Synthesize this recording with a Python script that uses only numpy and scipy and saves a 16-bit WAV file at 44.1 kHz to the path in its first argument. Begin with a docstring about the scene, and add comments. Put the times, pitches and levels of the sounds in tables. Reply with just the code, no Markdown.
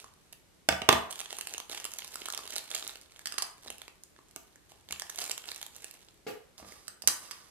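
"""A thin plastic packet is crinkled and shaken out by hands at a table in a small furnished room:
film creases snap as short noise puffs with a brief sine ring, over a rustle of tiny random contacts.
Scissors drop and bounce: noise cracks, ringing modes and a slow sway of the board.
Small hard parts tick, ring high and chatter as they slide; the empty packet drops out of sight with a knock.
A stereo pair hears most of it from the right, with dense decaying reflections and steady noise."""
import sys
import numpy as np
from scipy import signal
from scipy.fft import rfft, irfft, next_fast_len
from scipy.io import wavfile

SR = 44100
rng = np.random.default_rng(int(sys.argv[2]) if len(sys.argv) > 2 else 0)


def waveform_to_disk(signal):
    """Save audio, clipped to [-1, 1], as 16-bit WAV at the path in sys.argv[1]."""
    frames = np.transpose(np.atleast_2d(signal))
    scaled = np.clip(frames, -1, 1) * 32767
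    samples = np.round(scaled).astype(np.int16)
    wavfile.write(sys.argv[1], SR, samples)


def makeup_ratio(level_db):
    """Linear amplitude ratio for a level in decibels (20 dB per factor of ten)."""
    decades = np.asarray(level_db, float) / 20
    return 10 ** decades


N = 330750   # 7.5 s


def rms_one(x):
    """Scale to rms 1."""
    return x / np.sqrt(np.mean(x ** 2) + 1e-20)


def at_hz(points, hz):
    """Read a (f/Hz, value) table on a log-frequency axis."""
    table_hz, values = np.transpose(points)
    return np.interp(np.log(hz), np.log(table_hz), values)


def coloured(x, spectrum):
    """Equalise x by a (f/Hz, level/dB) table."""
    size = next_fast_len(x.shape[-1])
    hz = np.maximum(np.fft.rfftfreq(size, 1 / SR), 1)
    shaped = rfft(x, size) * makeup_ratio(at_hz(spectrum, hz))
    return irfft(shaped, size)[..., :x.shape[-1]]


# edges of the half-octave noise bands, f/Hz
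EDGES_HZ = 25 * 2 ** np.arange(0, 9.6, .5)


def pair(size, likeness):
    """Stereo noise in half-octave bands with a set left-right likeness: (centre Hz, left and right)."""
    white = rng.standard_normal((2, 2, size))
    for k, (low, high) in enumerate(zip(EDGES_HZ, EDGES_HZ[1:])):
        band = signal.butter(2, [low, high], "band", fs=SR, output="sos")
        mid, side = signal.sosfilt(band, white[k % 2])   # neighbouring bands use different noise
        hz = np.sqrt(low * high)
        alike = np.clip(at_hz(likeness, hz), -1, 1)
        yield hz, np.sqrt(1 + alike) * mid + np.sqrt(1 - alike) * side * [[1], [-1]]


# filters for body, middle and edge: low and high corner, f/Hz
BANDS = [signal.butter(2, edges, "band", fs=SR, output="sos")
         for edges in ([200, 1050], [1050, 5000], [5000, 18000])]


def cracks(events, body_ms, middle_ms, edge_ms):
    """Each contact is a puff of noise in three bands, each swelling and dying at its own pace."""
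    s, peak_db, body_db, edge_db = np.transpose(events)[:4]
    t, out = np.arange(1500) / SR, np.zeros(N + 1500)
    noise = rng.standard_normal((len(s), 3, len(t)))
    at = (s * SR).astype(int)[:, None] + np.arange(len(t))
    for k, (ms, db) in enumerate(zip((body_ms, middle_ms, edge_ms), (body_db, 0, edge_db))):
        age = 1000 * t / ms
        puff = signal.sosfilt(BANDS[k], age * np.exp(-age) * noise[:, k])
        energy = np.sum(puff ** 2, axis=1, keepdims=True)
        puff /= np.sqrt(energy / (ms * SR / 1000))   # same energy for every draw
        np.add.at(out, at, puff * makeup_ratio(peak_db + db)[:, None])
    return out[:N]


def bursts(clicks, body_ms, middle_ms, edge_ms):
    """Dense click trains swell and fade three bands of noise."""
    out = np.zeros(N)
    for train, ms, band in zip(clicks, (body_ms, middle_ms, edge_ms), BANDS):
        r = np.exp(-1000 / (ms * SR))
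        # a unit click lifts the envelope to 1 after ms
        envelope = signal.lfilter([np.e * (1 - r)], [1, -2 * r, r * r], train + 1e-18)
        out += signal.sosfilt(band, envelope * rng.standard_normal(N))
    return out


def grains(level_db, body_db, per_s, size_db):
    """Random tiny contacts as body, middle and edge click trains, following a level in time."""
    born = rng.random(N) < per_s / SR
    shared_db = size_db * np.minimum(rng.exponential(1, N), 4)
    own_db = 3.0 * rng.standard_normal((3, N))   # each band strays by itself
    sizes = born * makeup_ratio(shared_db + own_db)
    return rms_one(sizes) * makeup_ratio(np.array([level_db + body_db, level_db, level_db]))


def ring(clicks, hz, t60):
    """A two-pole resonator: a unit click starts a decaying sine of height 1."""
    r, w = makeup_ratio(-60 / (t60 * SR)), 2 * np.pi * hz / SR
    return signal.lfilter([0, np.sin(w)], [1, -2 * r * np.cos(w), r * r], clicks + 1e-18)


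def ringing(events, modes, spread_db):
    """Every blow strikes all modes, each with a strength of its own."""
    s, peak_db, body_db, edge_db = np.transpose(events)[:4]
    chance, out = rng.standard_normal((len(s), len(modes))), np.zeros(N)
    for k, (hz, level_db, t60) in enumerate(modes):
        # body counts fully at 400 Hz, the edge at 9 kHz
        tilt_db = [np.interp(np.log(hz), np.log([400, 2500, 9000]), [b, 0, e])
                   for b, e in zip(body_db, edge_db)]
        clicks = np.zeros(N)
        clicks[(s * SR).astype(int)] = makeup_ratio(peak_db + tilt_db + level_db + spread_db * chance[:, k])
        out += ring(clicks, hz, t60)
    return out


# spectrum of room and microphone noise: f/Hz, relative density level/dB
HUSH = [(15, -34), (25, -16), (53, -6.5), (141, -12.5), (200, -9), (301, -23.5), (335, -11.5), (416, -13),
        (489, -16.5), (775, -20.5), (10400, -28.5), (14400, -40), (16000, -62.5)]
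# its left-right likeness: f/Hz, correlation
HUSH_LIKENESS = [(50, 0.26), (300, 0.23), (1000, 0.11), (8000, .05)]


def hush():
    """Steady air and electronics noise, built from shaped half-octave bands."""
    noise = sum(makeup_ratio(at_hz(HUSH, hz)) * band for hz, band in pair(N, HUSH_LIKENESS))
    return makeup_ratio(-64) * rms_one(noise)


# how busily the fingers work the film, before the layer gains: t/s, level/dB
HANDLING = [(0, -55.5), (.1, -73), (1.07, -99), (1.1, -57), (1.35, -53), (1.6, -57.5), (1.65, -74),
            (1.7, -46.5), (1.86, -56), (2.1, -52.5), (2.37, -57), (2.56, -49.5), (2.67, -57.5), (2.76, -44),
            (2.97, -64.5), (3.25, -66), (3.3, -77), (3.62, -66), (3.66, -53), (3.95, -80), (4.36, -73),
            (4.68, -77.5), (4.72, -62.5), (4.86, -79), (4.92, -57.5), (5.14, -61.5), (5.19, -41.5),
            (5.43, -65), (5.47, -48.5), (5.7, -69.5), (5.84, -57), (6.15, -76.5), (6.3, -87.5),
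            (7.5, -89.5)]


def handling_db(s):
    """Effort of the fingers at times s, as a level."""
    return np.interp(s, *np.transpose(HANDLING))


def clumps():
    """Quick random swells in dB that bunch the rustle."""
    steps = np.arange(0, N / SR + .1, 0.013)   # s between swell points
    return 4.5 * np.interp(np.arange(N) / SR, steps, rng.standard_normal(len(steps)))


def small_snaps():
    """Lesser creases give way at random, as strongly as the fingers work, each with its own colour."""
    count = int(60 * N / SR)   # 60 per second
    s = rng.random(count) * (N - 400) / SR
    size, body, edge, pitch = np.clip(rng.standard_normal((count, 4)), -1.6, 1.6).T
    peak_db = handling_db(s) + 11.5 + 5 * size
    body_db, edge_db = -13.5 + 8.5 * body, 5 + 8.5 * edge   # against the peak
    crease_hz = 3300 * np.exp(.25 * pitch)
    return np.transpose([s, peak_db, body_db, edge_db, crease_hz])


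# the clearest snaps, before the layer gains:
# t/s, peak level/dB, body level/dB and edge level/dB (against the peak), ring of the crease f/Hz
FILM_SNAPS = [(0.0429, -36.5, -23, 4.5, 1125), (0.3263, -41.5, 3.5, 18.5, 4680),
              (0.3306, -38.5, -23, 10.5, 2874), (1.1084, -33, -13, 15, 3230), (1.1126, -34.5, 3, 19, 3500),
              (1.1274, -29, -14, 6, 3260), (1.1572, -32, -33, 9, 3350), (1.1914, -31, -7, 13, 3320),
              (1.1982, -32, -27, 13, 3320), (1.2033, -26, -3, 11.5, 2580), (1.2139, -27.5, -2, 9, 3330),
              (1.2584, -28.5, -13, -20, 3350), (1.3062, -26.5, -36, 1, 3460), (1.328, -26.5, 2.5, 9, 3260),
              (1.3678, -37.5, -17, 15, 3490), (1.386, -32, 6.5, 18, 2500), (1.4108, -25.5, -23, 12, 2800),
              (1.4716, -24.5, -19, 10, 2670), (1.538, -31, -2, 15, 2700), (1.5466, -25.5, -5, -4, 2880),
              (1.5804, -26, -2.5, 10.5, 3300), (1.6015, -28, 2, 8, 3200), (1.6972, -29.5, 3, -7, 3880),
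              (1.7151, -30.5, -3, -16, 3820), (1.7285, -27.5, 0, -6, 3060), (1.747, -26.5, -13, 1.5, 2680),
              (1.7756, -24.5, -10, -16.5, 3020), (1.8001, -32, -4.5, 11, 2970),
              (1.8429, -30, -11, 14, 2870), (1.8522, -24, -2, 13.5, 2970), (1.8619, -32, -34, 8, 3350),
              (1.9176, -40, -21, 17, 4570), (1.9865, -38, -23, 25, 2240), (1.9917, -26.5, -27, -11, 3450),
              (2.0069, -42, -21, -1.5, 3620), (2.021, -29, -15, -13, 2910), (2.0455, -41.5, 8, 20.5, 4090),
              (2.0625, -49, 2, 11, 3960), (2.1564, -29.5, -49, 15.5, 1360), (2.2185, -28.5, 1, -14, 2980),
              (2.2567, -27, -2, 8, 4100), (2.2597, -26.5, -38, 9, 3270), (2.2852, -26, -37, 9.5, 1320),
              (2.302, -23.5, -29.5, 6.5, 4300), (2.324, -34.5, -22, 19, 4390), (2.3365, -24.5, 0, -2, 3600),
              (2.3476, -26.5, -10, 11.5, 3140), (2.3762, -22, -9, 6.5, 4940), (2.3897, -30, -11, -3, 1160),
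              (2.4542, -38, 9, 11, 2800), (2.4766, -28, -20, 4, 3800), (2.5628, -23, -1.5, 11, 4450),
              (2.5675, -26, -19, -2, 4280), (2.5819, -23, -20, 10, 4130), (2.7141, -23.5, -28, 3.5, 3540),
              (2.7469, -29, -24, -5, 4350), (2.7515, -25.5, 1, 10, 3240), (2.7638, -24, -8, -11, 4520),
              (2.8257, -24, -10, -4.5, 3430), (2.8679, -27, -5, -12, 3560), (2.8767, -35.5, -30, 24, 4870),
              (2.8944, -27, -6, -14, 3660), (2.9567, -33, -0.5, 6, 2800), (3.1616, -39, -7, 1, 3200),
              (3.1927, -37.5, -12, 10, 1720), (3.6763, -31, -28, -5.5, 3800),
              (3.6817, -30.5, -16, -1, 3870), (3.7025, -29, 3.5, 12, 2940), (3.7822, -42, -9, 16, 2760),
              (3.8175, -29.5, -7, 4.5, 3340), (3.88, -32, -1, 1, 2460), (4.0358, -53.5, -1, 27.5, 5020),
              (4.163, -44, -10, -14, 1690), (4.1889, -46, 10.5, -3, 1140), (4.5581, -46.5, -14, 10, 1720),
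              (4.7189, -42, 8.5, 7, 2960), (4.8882, -35.5, -2, 5.5, 3460), (4.9091, -26.5, -13, 5, 2260),
              (4.9239, -32, -20, 20, 5000), (4.9269, -22.5, -11, -3, 2830), (4.9602, -34, -14, -14, 2740),
              (4.9971, -25, -34, 9.5, 3450), (5.0199, -29.5, 4, 13.5, 1750),
              (5.0964, -33.5, -5, 12.5, 1730), (5.0994, -33, -2, 16, 3440), (5.159, -40, -11, 21.5, 3530),
              (5.1878, -22, -10, 7, 4600), (5.1932, -34, -3, 14, 4830), (5.2033, -40, -34, 22, 3660),
              (5.2158, -39, -15, 18, 2050), (5.2405, -33.5, -13, 19, 2930), (5.2963, -28.5, 6, 13.5, 3880),
              (5.3106, -24.5, -23, 6, 2870), (5.3148, -27.5, -24, 18.5, 2800), (5.3785, -26, -23, 10, 2860),
              (5.4406, -31.5, -25, -11, 2930), (5.4885, -24, -25, -10, 3920), (5.5169, -23, -44, 1, 4120),
              (5.5608, -38, -15, 17, 2710), (5.6146, -28.5, -7, 9, 3660), (5.6281, -26, -12, 9, 3560),
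              (5.6646, -33, -16, 12.5, 3570), (5.7562, -39.5, -12, 5, 3600), (5.7637, -46.5, -12, 24, 1880),
              (5.8438, -31, -2.5, 13.5, 2720), (6.0859, -40.5, -22.5, -11, 3350),
              (6.5801, -42.5, -16.5, 13, 3770), (6.722, -37.5, 2.5, 5, 2120)]
# colour of the film's sound: f/Hz, level/dB
FILM = [(150, -14.5), (400, 0.5), (1300, -1.5), (2500, -1), (3800, 3), (5200, 2.5), (7000, 6), (11000, 0),
        (14000, -6), (16000, -9)]


def packet():
    """Creases of the film snap over in about a millisecond; countless small ones make the rustle."""
    effort_db = handling_db(np.arange(N) / SR) + clumps()
    contacts = grains(effort_db, body_db=-3, per_s=800.0, size_db=3.0)
    rustle = bursts(contacts, body_ms=0.91, middle_ms=0.66, edge_ms=0.51)
    creases = np.vstack([FILM_SNAPS, small_snaps()])
    snaps = makeup_ratio(-8.5) * cracks(creases, body_ms=0.38, middle_ms=0.69, edge_ms=0.47)
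    t = np.arange(400) / SR
    for s, peak_db, body_db, edge_db, hz in creases:   # the freed panel rings for a few cycles
        at = int(s * SR)
        fade_db = -60 * t * hz / 15.3   # down 60 dB in 15.3 cycles
        snaps[at:at + len(t)] += makeup_ratio(peak_db + 1.0 + fade_db) * np.sin(2 * np.pi * hz * t)
    return coloured(makeup_ratio(-18.0) * rustle + snaps, FILM)


# blows on the table, before the layer gains: t/s, peak level/dB,
# then against the peak: body level/dB, edge level/dB, sway of the board level/dB
TABLE_BLOWS = [(.688, -7, -12, 2.5, -19.5), (.691, -28, -16, -28, -39), (.724, -20, -7, -15, -11),
               (0.818, -20.5, -8, -7, -23.5), (.889, -0.5, -8, 1, -36), (.891, -19.5, 1, -18, -24),
               (.92, -26, -11, -3, -28), (.927, -9.5, -6, 0, -18), (3.66, -50.5, 11, -10, 1),
               (4.361, -37.5, -2.5, 18, -17.5), (4.905, -43.5, -3, -13, 0.5), (5.19, -49.5, 7, -5, -13),
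               (6.598, -50.5, 6, -15.5, 2), (6.626, -48.5, 8, -23, -4), (6.646, -46.5, 6, -10, 2),
               (7.037, -48.5, 7.5, -8, 5)]
# modes of the top and the blades: f/Hz, level/dB, t60/s
TABLE = [(237, -8, 0.23), (319.7, -8.5, 0.077), (415, -3.5, 0.11), (466.2, -5, 0.13), (670, 1.5, 0.089),
         (757, 4, .08), (926, -4, 0.091), (1180, -1.5, 0.056), (1195, -5.5, 0.085), (1560, -1.5, 0.05),
         (2176, 0, 0.06), (2910, 2.5, 0.035), (3000, -3.5, 0.04), (3460, -3.5, 0.073), (3880, 3.5, 0.038),
         (3910, -15, 0.017), (6700, 1, 0.029), (7900, -7, 0.022)]
# slow modes of the whole board: f/Hz, level/dB, t60/s
TABLE_SWAY = [(74.6, 0, 0.24), (132, -13.5, 0.51), (187, -6.5, 0.45)]


def table():
    """Scissors and knuckles on the table: a crack, the top and the blades ring, the whole board sways."""
    crack = cracks(TABLE_BLOWS, body_ms=1.5, middle_ms=1.12, edge_ms=0.56)
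    crack = coloured(crack, [(8000, -3.0), (15000, -12.5)])
    s, peak_db, body_db, edge_db, sway_db = np.transpose(TABLE_BLOWS)
    push = np.zeros(N)
    push[(s * SR).astype(int)] = makeup_ratio(peak_db + sway_db)
    push_samples = .006 * SR   # the board yields slowly, over 6 ms
    push = signal.lfilter(np.hanning(int(push_samples)) / (push_samples / 2), 1, push)
    sway = sum(makeup_ratio(db) * ring(push, hz, t60) for hz, db, t60 in TABLE_SWAY)
    modes = ringing(TABLE_BLOWS, TABLE, spread_db=3.5)
    return crack + makeup_ratio(-17.0) * modes + makeup_ratio(-5.0) * sway


# parts pushed along the table, before the layer gains:
# start t/s, length t/s, top level/dB, body level/dB (against the top)
SLIDES = [(5.208, .04, -52, -17), (6.575, 0.073, -64.5, -11), (6.642, 0.3, -66.5, -13),
          (7.184, 0.39, -65, -13.5)]


def sliding():
    """Level and body of the slides in time: each swells quickly and fades."""
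    t, level_db, body_db = np.arange(N) / SR, np.full(N, -200.), np.zeros(N)
    for s, length, top_db, low_db in SLIDES:
        now = (t >= s) & (t < s + length)
        share = (t[now] - s) / length
        level_db[now] = top_db + np.interp(share, [0, 0.13, 1], [-10, 0, -15])
        body_db[now] = low_db
    return level_db, body_db


# clicks of small parts, before the layer gains:
# t/s, peak level/dB, body level/dB and edge level/dB (against the peak)
PART_CLICKS = [(3.2575, -20, -44, -3), (3.271, -25, -31, 4), (3.315, -39, -12, -10),
               (3.3225, -26, -27, -0.5), (3.3415, -30.5, -6, -1), (3.3815, -19, -47, -4),
               (3.3842, -17, -40, -1.5), (3.388, -36, -36, 0), (3.4222, -20.5, -46, 5.5),
               (3.425, -25, -38, -2), (6.871, -47, -29.5, 0.5), (6.8805, -29, -31, 5), (7.021, -35, -19, 7),
               (7.025, -44, -7, 12), (7.0742, -18, -36, 15.5), (7.0775, -18.5, -58, 13),
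               (7.0845, -17, -21, 4), (7.311, -26.5, -32, 0), (7.315, -34.5, -25, 5),
               (7.319, -31, -16, -27)]
# modes of the parts: f/Hz, level/dB, t60/s
PART = [(1170, -4, 0.049), (2160, -14.5, 0.011), (4980, -0.5, 0.023), (4850, -5, 0.016),
        (5900, -3.5, 0.013), (6140, 1.5, 0.02), (8080, 0.5, 0.035), (10200, -15, 0.004), (10730, 1, 0.01),
        (12040, -13, .006)]
# colour of ticks and rubbing: f/Hz, level/dB
PART_TICK = [(1000, 4.5), (2500, 0.5), (5000, 3.5), (11000, -1), (15000, -13.5)]


def parts():
    """Small hard parts tick on the table and ring high; pushed along, they chatter into the same modes."""
    tick = cracks(PART_CLICKS, body_ms=0.21, middle_ms=0.4, edge_ms=0.76)
    rub = grains(*sliding(), per_s=5000, size_db=1.5)
    chatter = sum(makeup_ratio(db) * ring(rub[1] * rng.standard_normal(N), hz, t60) for hz, db, t60 in PART)
    slide = makeup_ratio(-7) * bursts(rub, body_ms=1, middle_ms=.3, edge_ms=.4) + makeup_ratio(-16) * chatter
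    clink = makeup_ratio(-9.5) * ringing(PART_CLICKS, PART, spread_db=2)
    return coloured(makeup_ratio(-4.0) * tick + slide, PART_TICK) + clink


# the landing, before the layer gains:
# t/s, peak level/dB, body level/dB and edge level/dB (against the peak)
DROP = [(6.266, -32.5, -0.83, -9)]
# modes of the hollow container: f/Hz, level/dB, t60/s
BIN = [(397, -10, 0.034), (436, 2.5, 0.086), (488, -3.5, 0.048), (894, -7.5, 0.038)]


def drop():
    """The packet lands in a hollow container below the table: a noise puff and low modes, a dull knock."""
    knock = cracks(DROP, body_ms=2.1, middle_ms=4.0, edge_ms=14.0)
    return makeup_ratio(-8.5) * knock + makeup_ratio(-7.5) * ringing(DROP, BIN, spread_db=3.0)


def heard_from(x, lag_samples, bass_db, treble_db):
    """The sound reaches the far (left) port later and with its own tilt; the near one gets it plain."""
    late = np.interp(np.arange(N) - lag_samples, np.arange(N), x)
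    return np.array([coloured(late, [(600, bass_db), (14000, treble_db)]), x])


# decay of the room: f/Hz, t60/s
ROOM_T60 = [(60, 0.44), (200, 0.33), (1000, 0.48), (4000, 0.33), (12000, 0.33)]
# left-right likeness of the reflections: f/Hz, correlation
ROOM_LIKENESS = [(100, 1), (300, 0.17), (1000, 0.11), (8000, 0.027)]
# what the room gives back: f/Hz, level/dB
WALLS = [(100, -8.5), (500, 0.5), (2000, -2.07), (6000, -7.5), (14000, -5.5)]


def room(x, gap_ms):
    """Dense reflections, tinted by the walls, after a short gap, dying band by band."""
    size = int(.7 * SR)
    t = np.arange(size) / SR
    echoes = sum(band * makeup_ratio(-60 * t / at_hz(ROOM_T60, hz)) for hz, band in pair(size, ROOM_LIKENESS))
    echoes = echoes * np.clip(1000 * t / gap_ms - 1, 0, 1)   # silent for one gap, full after two
    echoes = echoes / np.sqrt(np.sum(echoes ** 2) / 2)
    return signal.fftconvolve(coloured(x, WALLS)[None], echoes, axes=1)[:, :N]


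def scene():
    """All sources, their room and the hush."""
    film, knocks, ticks, fall = packet(), table(), parts(), drop()
    direct = heard_from(film, lag_samples=3.66, bass_db=0.0, treble_db=-9)
    direct += heard_from(knocks, lag_samples=4.38, bass_db=-1.2, treble_db=-15)
    direct += heard_from(ticks, lag_samples=3.22, bass_db=-8.5, treble_db=-7)
    # ports swapped: the drop is nearer the left one
    direct += heard_from(fall, lag_samples=1.5, bass_db=1.0, treble_db=-10)[::-1]
    sent = makeup_ratio(-4) * film + makeup_ratio(-4) * knocks + makeup_ratio(-3.0) * ticks + makeup_ratio(9.0) * fall
    sounds = direct + room(sent, gap_ms=0.8)
    low_cut = signal.butter(4, 72, "high", fs=SR, output="sos")   # on all sounds and their room
    return signal.sosfilt(low_cut, sounds) + hush()


def band_limit(x):
    """A steep low-pass at the top of the band."""
    return signal.sosfilt(signal.butter(12, 16390, fs=SR, output="sos"), x)


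def record(dry):
    """The top rolls off above 15 kHz; anything beyond full scale is clipped."""
    top = signal.butter(10, 15000, fs=SR, output="sos")
    mix = np.clip(signal.sosfilt(top, dry), -1, 1)
    return band_limit(mix)


dry = scene()
out = record(dry)
waveform_to_disk(out)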